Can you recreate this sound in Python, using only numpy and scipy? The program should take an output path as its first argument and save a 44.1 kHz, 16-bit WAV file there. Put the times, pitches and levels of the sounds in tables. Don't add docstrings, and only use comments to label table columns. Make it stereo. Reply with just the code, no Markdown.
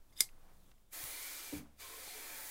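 import sys
import numpy as np
from scipy import signal
from scipy.fft import rfft, irfft
from scipy.io import wavfile
from scipy.ndimage import uniform_filter1d, map_coordinates

SR = 44100
rng = np.random.default_rng(int(sys.argv[2]) if len(sys.argv) > 2 else 0)


def store_pcm(level_fs):
    pcm = np.round(np.clip(level_fs, -1, 1) * 32767).astype(np.int16)
    wavfile.write(sys.argv[1], SR, np.atleast_2d(pcm).T)


def decibels_to_gain(level_db):
    exponent = np.asarray(level_db, float) / 20
    return 10 ** exponent


N = 110250
T = np.arange(N) / SR


def unit(x):
    return x / np.sqrt(np.mean(x ** 2))


def curve(table, col=1):
    a = np.array(table, float)
    return np.interp(T, a[:, 0], a[:, col])


def noise():
    return rng.standard_normal(N)


def grit(share, spread_db):
    return (rng.random(N) < share) * noise() * decibels_to_gain(spread_db * rng.exponential(size=N))


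def walk(rate_hz):
    k = int(SR / rate_hz)
    steps = np.repeat(rng.standard_normal(N // k + 1), k)
    return unit(uniform_filter1d(uniform_filter1d(steps, k), k)[:N])


def colour(x, points):
    p = np.array(points, float)
    f = np.arange(N // 2 + 1) * SR / N + 1
    db = np.interp(np.log(f), np.log(p[:, 0]), p[:, 1])
    db = db - 18 * np.clip(np.log2(p[0, 0] / f), 0, 9)
    return unit(irfft(rfft(x) * decibels_to_gain(db), N))


def band(x, hz, width_hz):
    return signal.lfilter(*signal.iirpeak(hz, hz / width_hz, fs=SR), x)


def narrow_noise(hz, width_hz):
    return unit(band(band(noise(), hz, width_hz), hz, width_hz))


def fade(start_s, t60_s):
    return (T >= start_s) * decibels_to_gain(-60 * np.clip(T - start_s, 0, 9) / t60_s)


def modes(pitches_hz, rings):
    return [(hz, *r) for hz, r in zip(pitches_hz, rings)]


def ring(partials, start_s, longest_s=9, rise_cycles=0.3):
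    t = np.clip(T - start_s, 0, 9)
    out = np.zeros(N)
    for k, (hz, db, t60_s) in enumerate(partials):
        rise = 1 - np.exp(-t * hz / rise_cycles)
        decay = decibels_to_gain(db) * fade(start_s, min(t60_s, longest_s))
        out += (-1) ** k * decay * rise * np.sin(2 * np.pi * hz * t)
    return out


def echo(x, t60_s, damp_hz):
    tail = signal.lfilter(*signal.butter(1, damp_hz, fs=SR), noise()) * fade(0.0034, t60_s)
    return signal.fftconvolve(x, tail / np.sqrt(np.sum(tail ** 2)))[:N]


def spray():
    # (opens [s], shuts [s], start level [dB], end level [dB], opening slope [dB/s])
    sprays = [
        (0.933, 1.582, -47.5, -49.5, 1091),
        (1.806, 2.6, -50.5, -49, 700),
    ]
    # (time [s], level [dB], mirror lag [ms], low rush [dB], aim at microphone [dB/octave])
    sweep = [(.9, -1, 1.3, 0.5, 3.5), (1.07, 2, 1.03, -1, 1), (1.27, 2.5, 0.92, -2.5, 0.5),
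             (1.45, 2, 1.14, -0.5, -0.5), (1.6, -1.5, 1.9, 3.5, 0), (1.8, 1.5, 1.7, 0, -1.5),
             (1.95, 0, 2, 1.5, 1), (2.08, 1.5, 1.23, -1.5, -0.5), (2.2, 1, 1.17, 2, 1.5),
             (2.35, 1, 1.2, 0, 2.5), (2.5, 0.5, 1.3, 1, 4)]
    # (frequency [Hz], density [dB/Hz])
    jet_spectrum = [(1530, -38), (2600, -6.5), (3310, -2), (4720, -3), (5210, -4.5), (10500, -2.5),
                    (13500, -1), (14700, 0.5), (15800, -3.5)]
    # (frequency [Hz], density [dB/Hz])
    rush_spectrum = [(130, -58), (220, -13), (417, -6), (635, -8), (1190, -7.5), (2330, -4.5),
                     (2700, -13.5), (3510, -73), (5940, -120)]
    # (centre [Hz], width [Hz], depth [0-1])
    shadows = [(13600, 760, 0.5), (5500, 330, 0.14), (3000, 300, 0.07)]
    # (centre [Hz], width [Hz], first sweep [dB], second sweep [dB])
    can_modes = [(2010, 450, -18.5, -21.5), (2360, 150, -16.5, -17), (11720, 540, -19, -22.5),
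                 (14800, 1100, -16.5, -23), (9100, 700, -26, -22), (6500, 600, -22, -24)]
    # (time [s], half length [s], centre [Hz])
    hollows = [(1.97, .09, 450), (2.2, .08, 430), (1.9, .08, 1030), (2.15, .08, 720), (2.42, .09, 880),
               (2.4, .14, 1650), (1.26, .1, 2150), (2.1, .08, 4300), (1.04, .12, 15050), (1.27, .11, 14350),
               (1.05, .13, 10400), (.99, .07, 11800), (1.22, .12, 11300), (1.13, .12, 8500),
               (1.15, .12, 4300), (1.25, .13, 6700), (1.3, .2, 1450), (1.86, .09, 2350), (2.12, .12, 2120),
               (2.48, .1, 1900), (2.28, .09, 7050), (2.42, .16, 14900), (1.83, .04, 4900),
               (2.46, .12, 10400)]
    hollow_db = [-12.5, -13.5, -12, -18, -16.5, -15.5, -15, -13, -7, -9, -8.5, -8, -12.5, -13, -16, -19,
                 -18, -16, -14, -12, -16, -8, -14, -20]
    shut_db_per_s = 410

    jet = np.zeros(N)
    for hz in 2900 * 1.366 ** np.arange(6):
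        flicker_db = 0.67 * walk(20) + 0.13 * walk(4.8)
        aim_db = curve(sweep, col=4) * np.log2(hz / 6000)
        jet += band(colour(noise(), jet_spectrum), hz, hz / 2) * decibels_to_gain(flicker_db + aim_db)
    jet = unit(jet) + decibels_to_gain(-15) * colour(grit(0.027, 3), jet_spectrum)
    for hz, width_hz, depth in shadows:
        jet = jet - depth * band(jet, hz, width_hz)

    rush = decibels_to_gain(-9.5 + curve(sweep, col=3) + 0.8 * walk(12)) * colour(noise(), rush_spectrum)

    can = np.zeros(N)
    for hz, width_hz, first_db, second_db in can_modes:
        db = np.where(T < sprays[1][0] - .1, first_db, second_db)
        can += decibels_to_gain(db + 1.9 * walk(4.74) + 0.84 * walk(25)) * narrow_noise(hz, width_hz)

    passing = np.zeros(N)
    for (s, half_s, hz), db in zip(hollows, hollow_db):
        swell = decibels_to_gain(db) * np.exp(-((T - s) / half_s) ** 2)
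        passing += swell * narrow_noise(hz, min(hz / 7, 1000))

    gas = jet + rush + can + passing
    mirror_s = curve(sweep, col=2) / 1000
    gas = gas + decibels_to_gain(-21.5) * map_coordinates(gas, [(T - mirror_s) * SR], mode="mirror")

    valve = np.zeros(N)
    for open_s, shut_s, start_db, end_db, open_db_per_s in sprays:
        db = np.interp(T, [open_s, shut_s], [start_db, end_db])
        db = db - open_db_per_s * np.clip(open_s - T, 0, 9)
        valve += decibels_to_gain(db - shut_db_per_s * np.clip(T - shut_s, 0, 9))
    return unit(gas) * valve * decibels_to_gain(curve(sweep))


def shears():
    blade_hz = [2126, 3532, 3640, 4954, 5648, 6317, 7163, 7938, 8289, 8830, 9657, 10430, 10809, 12391]
    # (level [dB], t60 [s])
    blade_ring = [(-7, 0.14), (-7, .08), (-11.5, .06), (2, .12), (-4, .06), (-3, 0.092), (-6, .1),
                  (-4, .11), (-3, .09), (-3, .12), (-5.5, .1), (-7, .07), (-3.5, 0.079), (-2, .08)]
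    pivot_db = [-8.5, -3.5, -5.5, 1.5, -12.5, -10, -11, -11, -12.5, -12.5, -10, -12, -10.5, -18]
    tip_db = [-9, -2, -1.5, -4.5, -14.5, -11, -1.5, -8, -9, -5, -7, -6, -8.5, -8]
    # (time [s], level [dB])
    slide = [(.09, -113), (.1, -72), (.118, -99), (.127, -68), (.15, -77), (.168, -58), (.19, -53),
             (.205, -42), (.21, -87.5)]
    # (time [s], level [dB], frequency [Hz])
    edge_catches = [(.0968, -72, 3500), (.1247, -67, 2120), (0.107, -74, 9650), (.134, -68.5, 6500),
                    (0.1663, -53.5, 3610), (.1756, -49, 5030), (.199, -52, 3560)]
    # (frequency [Hz], level [dB], t60 [s])
    handles = [(85.06, -57.5, 0.062), (235.4, -50.5, .04), (330.7, -46, 0.04), (438.5, -52, 0.049),
               (770, -53.5, 0.018), (1160, -47.5, .03), (1603, -46.5, 0.039), (12960, -30.5, .03)]
    # (frequency [Hz], density [dB/Hz])
    crack_spectrum = [(88, -44.5), (150, -15), (1120, -28.5), (2120, -3), (2790, -25), (3520, 6),
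                      (4280, -10.5), (4910, -4), (15800, -3.5)]
    # (frequency [Hz], density [dB/Hz])
    tail_spectrum = [(240, -47), (400, -13.5), (1550, -18.5), (2070, -7.5), (2650, -18), (4830, -2.5),
                     (5220, -5.5), (12000, -3.5), (15800, -20)]
    snap_s, tips_s = .2056, .182

    scrape = grit(.15, 1.2)
    travel = np.clip((T - tips_s) / .012 + .5, 0, 1)
    sliding = (0.28 + 0.27 * travel) * unit(band(scrape, 8500, 8000))
    for hz, a_db, b_db in zip(blade_hz, pivot_db, tip_db):
        drive_db = a_db + (b_db - a_db) * travel + 2.5 * walk(110)
        sliding += decibels_to_gain(drive_db) * unit(band(scrape, hz, 260))
    sliding = unit(sliding) * decibels_to_gain(curve(slide))

    catches = np.zeros(N)
    for s, db, hz in edge_catches:
        catches += ring([(hz, db, .04)], s) + decibels_to_gain(db - 6.5) * fade(s, .006) * noise()

    blade_modes = modes(blade_hz, blade_ring)
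    rings = sum(ring([m], snap_s) * decibels_to_gain(3.5 * walk(150)) for m in blade_modes)
    rings = decibels_to_gain(-40.5) * rings + decibels_to_gain(-22) * ring(blade_modes, snap_s, longest_s=0.028)

    onset = np.clip((T - snap_s) / 0.00026, 0, 1)
    crack = decibels_to_gain(-19) * fade(snap_s, 0.021) * colour(noise(), crack_spectrum)
    tail = decibels_to_gain(-34) * fade(snap_s, 0.14) * colour(noise(), tail_spectrum)
    return sliding + catches + rings + ring(handles, snap_s) + onset * (crack + tail)


def frame():
    # (time [s], level [dB], contact [ms])
    hits = [
        (1.525, -36, 0.53),
        (1.549, -48, 1.8),
        (1.6, -58, 1.2),
        (1.627, -62, 1.5),
    ]
    wood_hz = [105, 146, 178, 256, 293, 320, 361, 404, 466, 560, 950, 1300]
    # (level [dB], t60 [s])
    wood_ring = [(-22, .2), (-20, .3), (-15, .2), (-9, .13), (3, .14), (-12, .1), (-16, .15), (-14, .15),
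                 (-12, .18), (-13, .15), (-17, .08), (-21, .08)]
    # (time [s], frequency [Hz], level [dB], t60 [s])
    bounces = [(1.532, 76, -46, 0.22), (1.558, 78, -47, 0.18), (1.632, 70, -62, 0.87), (1.8, 73, -62, 0.83),
               (1.555, 117, -60, .3), (1.565, 146, -48, 0.36), (1.545, 190, -49, 0.32),
               (1.598, 248, -48.5, 0.26), (1.65, 225, -61, .3)]
    rise_cycles = 0.89

    wood_modes = modes(wood_hz, wood_ring)
    knocks = np.zeros(N)
    for s, db, contact_ms in hits:
        wood = ring(wood_modes, s, rise_cycles=rise_cycles)
        knocks += decibels_to_gain(db) * uniform_filter1d(wood, int(contact_ms * SR / 1000))
    for s, *mode in bounces:
        knocks += ring([mode], s, rise_cycles=rise_cycles)

    rattle = decibels_to_gain(-57.0) * unit(band(grit(0.25, 1), 320, 470)) * fade(hits[0][0], 0.74)
    thud = decibels_to_gain(-48.5) * ring([(126, 0, 0.078), (52, -6, .3)], 1.035, rise_cycles=0.18)
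    return knocks + rattle + decibels_to_gain(-25) * echo(knocks, .3, 2100) + thud


def handling():
    tick_s = [.289, .33, .513, .714, .78, 1.658, 2.075]
    # (level [dB], centre [Hz], width [Hz])
    tick_bands = [(-57, 2000, 2300), (-69.5, 1510, 500), (-64, 590, 1400), (-62, 1800, 4100),
                  (-72, 2300, 4000), (-57.5, 910, 630), (-44.5, 650, 860)]
    # (time [s], level [dB])
    rustle_level = [(0, -79.5), (.15, -78), (.33, -76), (.4, -75), (.5, -70.5), (.58, -80), (.71, -76),
                    (.8, -80.5), (.9, -88)]
    # (time [s], pitch [Hz], level [dB])
    squeak_path = [
        (.57, 4300, -95),
        (.6, 4100, -81),
        (.66, 3550, -80),
        (.7, 3200, -84),
        (.72, 3100, -95),
    ]

    ticks = np.zeros(N)
    for s, (db, hz, width_hz) in zip(tick_s, tick_bands):
        attack = np.clip((T - s) / 0.0011, 0, 1)
        ticks += decibels_to_gain(db) * narrow_noise(hz, width_hz) * fade(s, 0.028) * attack

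    fibres = unit(band(band(grit(.2, 1.2), 700, 1100), 700, 1500))
    rustle = fibres * decibels_to_gain(curve(rustle_level) + 2 * walk(27)) * (T < .95)

    pitch_hz = curve(squeak_path) * (1 + .06 * walk(500))
    squeak = np.sin(2 * np.pi * np.cumsum(pitch_hz) / SR)
    squeak = squeak * decibels_to_gain(curve(squeak_path, col=2) + 2.5 * walk(80))
    return ticks + rustle + squeak


def room():
    # (frequency [Hz], density [dB/Hz])
    tone_spectrum = [(8.8, -40), (15, -4), (103, -7.5), (173, -13.5), (403, -19), (624, -24), (1290, -29.5),
                     (1410, -33), (15800, -31.5)]
    # (start [s], end [s])
    hum_s = (.42, .72)
    # (time [s], level [dB])
    rumble = [(0.0, -52), (0.08, -68), (0.33, -53), (0.9, -68), (0.97, -59.5), (1.38, -68.5), (1.64, -58.5),
              (1.77, -67.5), (2.32, -59), (2.5, -67)]

    louder_db = 3.5 * (T < .722) * np.clip(T / 0.21, 0, 1)
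    tone = colour(noise(), tone_spectrum) * decibels_to_gain(-71.5 + louder_db + .5 * walk(18))
    hum = decibels_to_gain(-76 + 2 * walk(11.3)) * np.sin(2 * np.pi * 190 * T) * (T > hum_s[0]) * (T < hum_s[1])
    sway_hz = 13 * (1 + 0.18 * walk(3.6))
    sway = np.sqrt(2) * np.sin(2 * np.pi * np.cumsum(sway_hz) / SR) * decibels_to_gain(curve(rumble))
    low = decibels_to_gain(-75 + 2 * walk(2.7)) * narrow_noise(30, 25)
    return tone + hum + sway + low


def scene():
    gas = spray()
    gas_room = decibels_to_gain(-10) * echo(gas, 0.16, 5870)
    mono = gas + gas_room + shears() + frame() + handling() + room()
    return np.array([mono, mono])


def unlink_bands(x):
    # (frame [number], low edge [Hz], high edge [Hz])
    patches = [(15, 11710, 13090), (16, 10340, 11710), (29, 4220, 5170), (43, 7580, 8960), (47, 4220, 5170),
               (47, 6200, 8270), (51, 6890, 8270), (61, 9650, 11020), (61, 13780, 15790), (80, 4650, 5680),
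               (94, 10340, 11710), (94, 14470, 15790), (102, 13090, 15790)]
    hop, start = 1024, 18
    size = 2 * hop
    f = np.arange(hop + 1) * SR / size
    window = signal.windows.kaiser_bessel_derived(size, 4 * np.pi)
    y = x.copy()
    for k, lo_hz, hi_hz in patches:
        part = slice(start + (k - 1) * hop, start + (k + 1) * hop)
        inside = (f > lo_hz) & (f < hi_hz)
        old = irfft(rfft(x[:, part]) * inside, size)
        new = irfft(rfft(rng.standard_normal((2, size))) * inside, size)
        y[:, part] += window * (new * old.std() / new.std() - window * old)
    return y


def roll_off(x):
    return signal.sosfilt(signal.butter(12, 16990, fs=SR, output="sos"), x)


def record(dry):
    top_cut = signal.ellip(12, .2, 75, 15790, fs=SR, output="sos")
    mix = unlink_bands(signal.sosfilt(top_cut, dry))
    return roll_off(mix)


dry = scene()
out = record(dry)
store_pcm(out)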